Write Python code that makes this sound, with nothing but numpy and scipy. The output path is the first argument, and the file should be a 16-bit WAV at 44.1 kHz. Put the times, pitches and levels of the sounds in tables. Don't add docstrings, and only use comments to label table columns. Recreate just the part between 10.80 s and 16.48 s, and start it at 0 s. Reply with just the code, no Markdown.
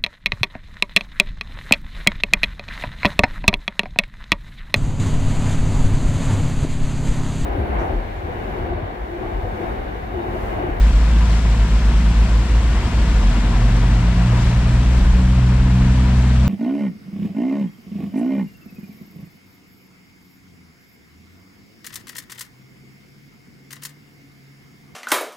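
import sys
import numpy as np
from scipy import signal
from scipy.fft import rfft, irfft
from scipy.io import wavfile
from scipy.ndimage import uniform_filter1d, minimum_filter1d

SR = 44100
rng = np.random.default_rng(int(sys.argv[2]) if len(sys.argv) > 2 else 0)


def unload_wav(signal):
    wavfile.write(
        sys.argv[1],
        SR,
        np.round(np.clip(np.atleast_2d(signal).T, -1, 1) * 32767).astype(np.int16),
    )


N = 250488


def gain_of(db):
    return 10 ** (np.asarray(db) / 20)


def evened(x):
    return x / np.sqrt(np.mean(x ** 2) + 1e-20)


def read_spectrum(points, hz):
    f, value = np.transpose(points)
    return np.interp(np.log(hz + 1), np.log(f + 1), value)


def columns(rows, t):
    s, *rest = np.transpose(rows)
    return [np.interp(t, s, column) for column in rest]


def timeline():
    return np.arange(N) / SR


def shaped_noise(gain_at):
    hz = np.fft.rfftfreq(N, 1 / SR)
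    spectrum = rfft(rng.standard_normal(N)) * gain_at(hz)
    return evened(irfft(spectrum, N))


def drift(t, top_hz):
    rates = top_hz * np.geomspace(1 / 20, 1, num=24)[:, None]
    coarse = t[::max(len(t) // 2000, 1)]
    waves = np.sin(2 * np.pi * (rates * coarse + rng.random((24, 1)))) / np.sqrt(rates)
    return np.interp(t, coarse, evened(waves.sum(0)))


def tone(hz, db, waver_db, wander, waver_hz):
    t = timeline()
    turns = np.cumsum(hz) / SR + rng.random()
    angle = 2 * np.pi * turns + wander * drift(t, waver_hz)
    level = gain_of(db + waver_db * drift(t, waver_hz))
    return np.sqrt(2) * level * np.sin(angle)


# f/Hz, relative level/dB per Hz
PANEL_SPECTRUM = [(12, -15), (20, -7), (25, -7), (30, -10), (35, -4.5), (42, 0.5), (52, 1.5), (72, 3),
                  (97, -1.5), (130, -4.5), (150, -6), (205, -3.5), (260, -14.5), (290, -13), (400, -33.5),
                  (600, -69)]
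# t/s, level/dB
PANEL_LEVEL = [(0, -24), (1, -26), (2, -23), (3, -23), (4, -21.5), (5, -25), (5.68, -23)]


def rumble():
    noise = shaped_noise(lambda hz: gain_of(read_spectrum(PANEL_SPECTRUM, hz)))
    return noise * gain_of(columns(PANEL_LEVEL, timeline())[0])


def bubbles(per_s, spread_db):
    out = np.zeros(N)
    pitches = np.geomspace(500, 9000, num=30)
    for hz, cycles in zip(pitches, rng.uniform(4.7, 10.95, size=30)):
        u = np.arange(int(3 * cycles * SR / hz)) * hz / SR / cycles
        grain = u * np.exp(-3 * u) * np.sin(2 * np.pi * cycles * u * (1 + 0.097 * u))
        grain = grain / np.linalg.norm(grain) * np.sqrt(hz / 2000)
        strengths = gain_of(spread_db * np.minimum(rng.exponential(1, N), 5))
        bursts = strengths * (rng.random(N) < per_s / 30 / SR)
        out += signal.oaconvolve(bursts, grain)[:N]
    return evened(out)


# t/s, level/dB, tilt/dB per octave above 1 kHz
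RUSH_CURVE = [(0, -33, 0.4), (.35, -31.5, 0), (1.0, -32, 0.33), (1.75, -32, 0.14), (2.3, -30.5, 0.07),
              (3.3, -30.5, -0.33), (3.75, -30.5, -0.2), (4.1, -32, 0.15), (4.8, -32.5, -0.4),
              (5.2, -31, -0.25), (5.68, -33, 0)]
# t/s, peak rise/dB, tilt change/dB per octave
BOW_SURGES = [(.53, 1.1, 0.3), (1.13, 1.2, -0.6), (1.45, 0.5, -0.1), (1.959, 1.1, -.5), (2.53, 0.7, 0),
              (2.73, 1.3, -0.9), (3.23, 0.5, -.6), (3.63, .8, .5), (4.18, 0.8, .2)]
SURGE_S = .045


def wading(t):
    s, rise_db, brighter = np.transpose(BOW_SURGES)
    bumps = np.exp(-.5 * ((t[:, None] - s) / SURGE_S) ** 2)
    level_db, tilt = columns(RUSH_CURVE, t)
    return level_db + bumps @ rise_db, tilt + bumps @ brighter


def patchy(shape, bins, frames):
    across_frequency = uniform_filter1d(rng.standard_normal(shape), bins, 0)
    return evened(uniform_filter1d(across_frequency, frames, 1))


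# f/Hz, relative level/dB per Hz
RUSH_SPECTRUM = [(180, -29), (300, 1.5), (420, -6.5), (570, -16), (690, -5), (810, -13), (1020, -3),
                 (1150, -10), (1540, -10.5), (2920, -15), (6670, -24.5), (7610, -24.5), (9270, -33),
                 (12300, -40), (14000, -48), (15600, -58)]
# f/Hz, width/Hz, boost/dB (negative cuts)
CAB_RESONANCES = [(518, 57, 6), (650, 60, 2.5), (987.5, 59, 6), (1050, 76, -6), (8000, 500, 1)]
# f/Hz, likeness (-1 to 1)
PORT_LIKENESS = [(200, .99), (500, .86), (900, .75), (1200, .58), (2000, .72), (2600, .53), (3500, .36),
                 (4250, .02), (6300, -.4), (9000, -.27), (12000, -.12), (15000, .1)]
# f/Hz, right lead/radians
RIGHT_LEAD = [(400, 0.01), (1100, .25), (2000, .75), (3900, 1.3), (5400, 1.1), (6800, .3), (8300, 1.3),
              (9200, -.15), (12000, .1), (15000, 0)]
# f/Hz, left-minus-right level/dB
PORT_BALANCE = [(200, .3), (400, .4), (700, 3), (1290, 3.2), (2380, 4.2), (4400, 3.5), (7800, 2.6),
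                (8800, .3), (15000, .4)]


def water():
    share = .15
    raw = []
    for _ in "LR":
        hiss = rng.standard_normal(N)
        raw.append(np.sqrt(1 - share) * hiss + np.sqrt(share) * bubbles(per_s=2500, spread_db=-1.5))
    hz, t, (a, b) = signal.stft(raw, SR, nperseg=512, noverlap=384)
    level_db, tilt = wading(t)

    patches = patchy(a.shape, bins=8, frames=12)
    slaps = patchy(a.shape, bins=90, frames=6)
    octaves = np.log2(np.maximum(hz, 1000) / 1000)[:, None]
    modes_db = sum(db / (1 + (2 * (hz - f) / width) ** 2) for f, width, db in CAB_RESONANCES)
    colour_db = (read_spectrum(RUSH_SPECTRUM, hz) + modes_db)[:, None] + tilt * octaves
    colour_db = colour_db + 0.34 * patches + (-0.87 + 0.45 * octaves) * slaps

    same = np.clip(read_spectrum(PORT_LIKENESS, hz), -1, 1)[:, None]
    lead = np.exp(1j * read_spectrum(RIGHT_LEAD, hz))[:, None]
    right = (same * a + np.sqrt(1 - same ** 2) * b) * lead
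    lean = gain_of(read_spectrum(PORT_BALANCE, hz) / 2)[:, None]
    spectra = np.array([a * lean, right / lean]) * gain_of(colour_db)
    both = signal.istft(spectra, SR, nperseg=512, noverlap=384)[1][:, :N]
    mono_rms = np.sqrt(np.mean(both.mean(0) ** 2))
    return both / mono_rms * gain_of(np.interp(timeline(), t, level_db))


# t/s, level/dB
SHOVE_LEVEL = [(0, -12), (.5, -24), (.7, -41), (1.75, -42), (1.95, -19.5), (2.3, -12.5), (2.5, -24),
               (3.5, -31), (3.7, -21.5), (4.3, -16.5), (4.6, -25), (4.95, -20.5), (5.68, -29)]
BOOM_HZ, BOOM_WIDTH_HZ = 45.7, 20


def boom():
    noise = shaped_noise(lambda hz: 1 / (1 + (2 * (hz - BOOM_HZ) / BOOM_WIDTH_HZ) ** 4))
    return noise * gain_of(columns(SHOVE_LEVEL, timeline())[0])


# t/s, f/Hz, level/dB
HELD_BOOM = [(2.3, 45.1, -32), (2.45, 45.5, -11), (2.6, 46.5, -17.5), (2.85, 45.24, -14), (3.05, 48, -15),
             (3.3, 51.5, -17), (3.55, 54, -20)]


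def groan():
    t = timeline()
    gate = 1. * (t > HELD_BOOM[0][0]) * (t < HELD_BOOM[-1][0])
    soft_gate = uniform_filter1d(gate, size=2000)
    return soft_gate * tone(*columns(HELD_BOOM, t), waver_db=0.0, wander=0.37, waver_hz=6.1)


# t/s, f/Hz, level/dB
GEAR_TONE = [(0.0, 232.8, -41.5), (1.05, 237, -37), (2.1, 238.6, -38.5), (2.45, 239.7, -35),
             (3.15, 247.4, -37), (3.85, 258, -43), (4.55, 259, -36), (4.9, 256.3, -30), (5.25, 248.6, -33),
             (5.68, 222.1, -25.5)]


def gear():
    return tone(*columns(GEAR_TONE, timeline()), waver_db=1.0, wander=0.65, waver_hz=12)


# t/s, boom level/dB
CLEAR_THROBS = [(0.524, -20.5), (0.713, -21.3), (0.814, -21.4), (0.947, -17.5), (1.081, -18.2),
                (1.166, -20.0), (1.274, -19.7), (1.392, -16.0), (1.565, -19.3), (1.769, -16.8)]
# t/s, firing rate f/Hz, level/dB of firing orders 1, 2, 3, 4
FIRING = [(0.0, 54.75, -15.6, -33.4, -33.3, -37.4), (0.3, 54.6, -12.7, -35.5, -34.2, -40.8),
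          (0.9, 54.81, -15.2, -28, -31, -37.5), (1.3, 55.25, -13.8, -30.5, -34, -38),
          (1.8, 55.66, -15.8, -33.3, -44, -43), (2.1, 55.74, -16.8, -31.5, -31.8, -44.4),
          (2.55, 56.46, -23.5, -29.4, -37, -38.9), (2.85, 57.23, -25, -22.1, -32, -36.3),
          (3.05, 57.8, -28, -22.4, -28.7, -34.5), (3.3, 58.7, -22.0, -23.5, -27, -39.0),
          (3.4, 59.1, -20.5, -18.5, -23.5, -46), (3.55, 59.6, -19.4, -16.1, -24.9, -50),
          (3.85, 60.23, -18, -18.6, -24.5, -41.3), (4.1, 60.62, -14.8, -21, -29.5, -42),
          (4.2, 60.8, -14.4, -22.4, -24.5, -40), (4.35, 61.36, -13.7, -24.5, -23.7, -41.6),
          (4.6, 62.15, -14.8, -17.7, -26, -43.7), (5.0, 62.67, -16.1, -17.5, -21.6, -36),
          (5.4, 62.97, -14.8, -19.5, -23.0, -37.7), (5.68, 63.02, -14.2, -17.5, -21.6, -31.5)]
THROB_FADE_S = 0.02


def throb():
    t = timeline()
    hz, firing_db = columns(FIRING, t)[:2]
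    turns = np.cumsum(hz) / SR
    s, boom_db = np.transpose(CLEAR_THROBS)
    turns_behind = np.interp(t, s, np.arange(len(s)))
    outside_s = np.maximum(np.maximum(s[0] - t, t - s[-1]), 0)
    fade = np.exp(-(outside_s / THROB_FADE_S) ** 2)
    firing_note = gain_of(firing_db) * np.sin(2 * np.pi * turns)
    boom_note = fade * gain_of(np.interp(t, s, boom_db)) * np.sin(2 * np.pi * (turns - turns_behind))
    return np.sqrt(2) * (firing_note + boom_note)


# multiple of firing rate, level/dB
WEAK_ORDERS = [(2.5, -43.5), (3.5, -43), (5, -48.5), (6, -54), (9, -51.5), (10, -58)]


def engine():
    hz, _, *levels = columns(FIRING, timeline())
    upper = sum(tone(order * hz, db, waver_db=2.1, wander=.2, waver_hz=12)
                for order, db in enumerate(levels, start=2))
    side = sum(tone(order * hz, db, waver_db=2.5, wander=.4, waver_hz=15) for order, db in WEAK_ORDERS)
    return upper + side


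BASS_TRIM_DB, LEFT_TRIM_DB = 0.75, .15
PORT_RUMBLE_DB = -19


def scene():
    low = (engine() + throb() + groan() + boom() + gear() + rumble()) * gain_of(BASS_TRIM_DB)
    late = np.concatenate([low[:3], low[:-3]])
    unshared = gain_of(PORT_RUMBLE_DB) * rumble()
    bass_pair = np.array([late * gain_of(LEFT_TRIM_DB) + unshared, low - unshared])
    return bass_pair + water()


BASS_EDGE_HZ, BASS_KNEE_DB, BASS_HOLD_S = 344, -7.5, 0.028
BASS_SQUEEZE = 0.53
EDGE_HZ = 15650


def record(dry):
    low_pass = signal.butter(4, BASS_EDGE_HZ, fs=SR, output="sos")
    bass = signal.sosfiltfilt(low_pass, dry)
    hold = round(BASS_HOLD_S * SR)
    peak = -minimum_filter1d(-abs(bass.mean(0)), hold)
    peak_db = 20 * np.log10(peak + 1e-6)
    over_db = np.maximum(peak_db - BASS_KNEE_DB, 0)
    cut_db = BASS_SQUEEZE * uniform_filter1d(over_db, hold)
    held = dry - bass * (1 - gain_of(-cut_db))
    padded = np.pad(held, ((0, 0), (255, 255)), "reflect", reflect_type="odd")
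    band_limit = signal.firwin(511, EDGE_HZ, window=("kaiser", 9), fs=SR)
    return signal.oaconvolve(padded, band_limit[None], "valid")


dry = scene()
out = record(dry)
unload_wav(out)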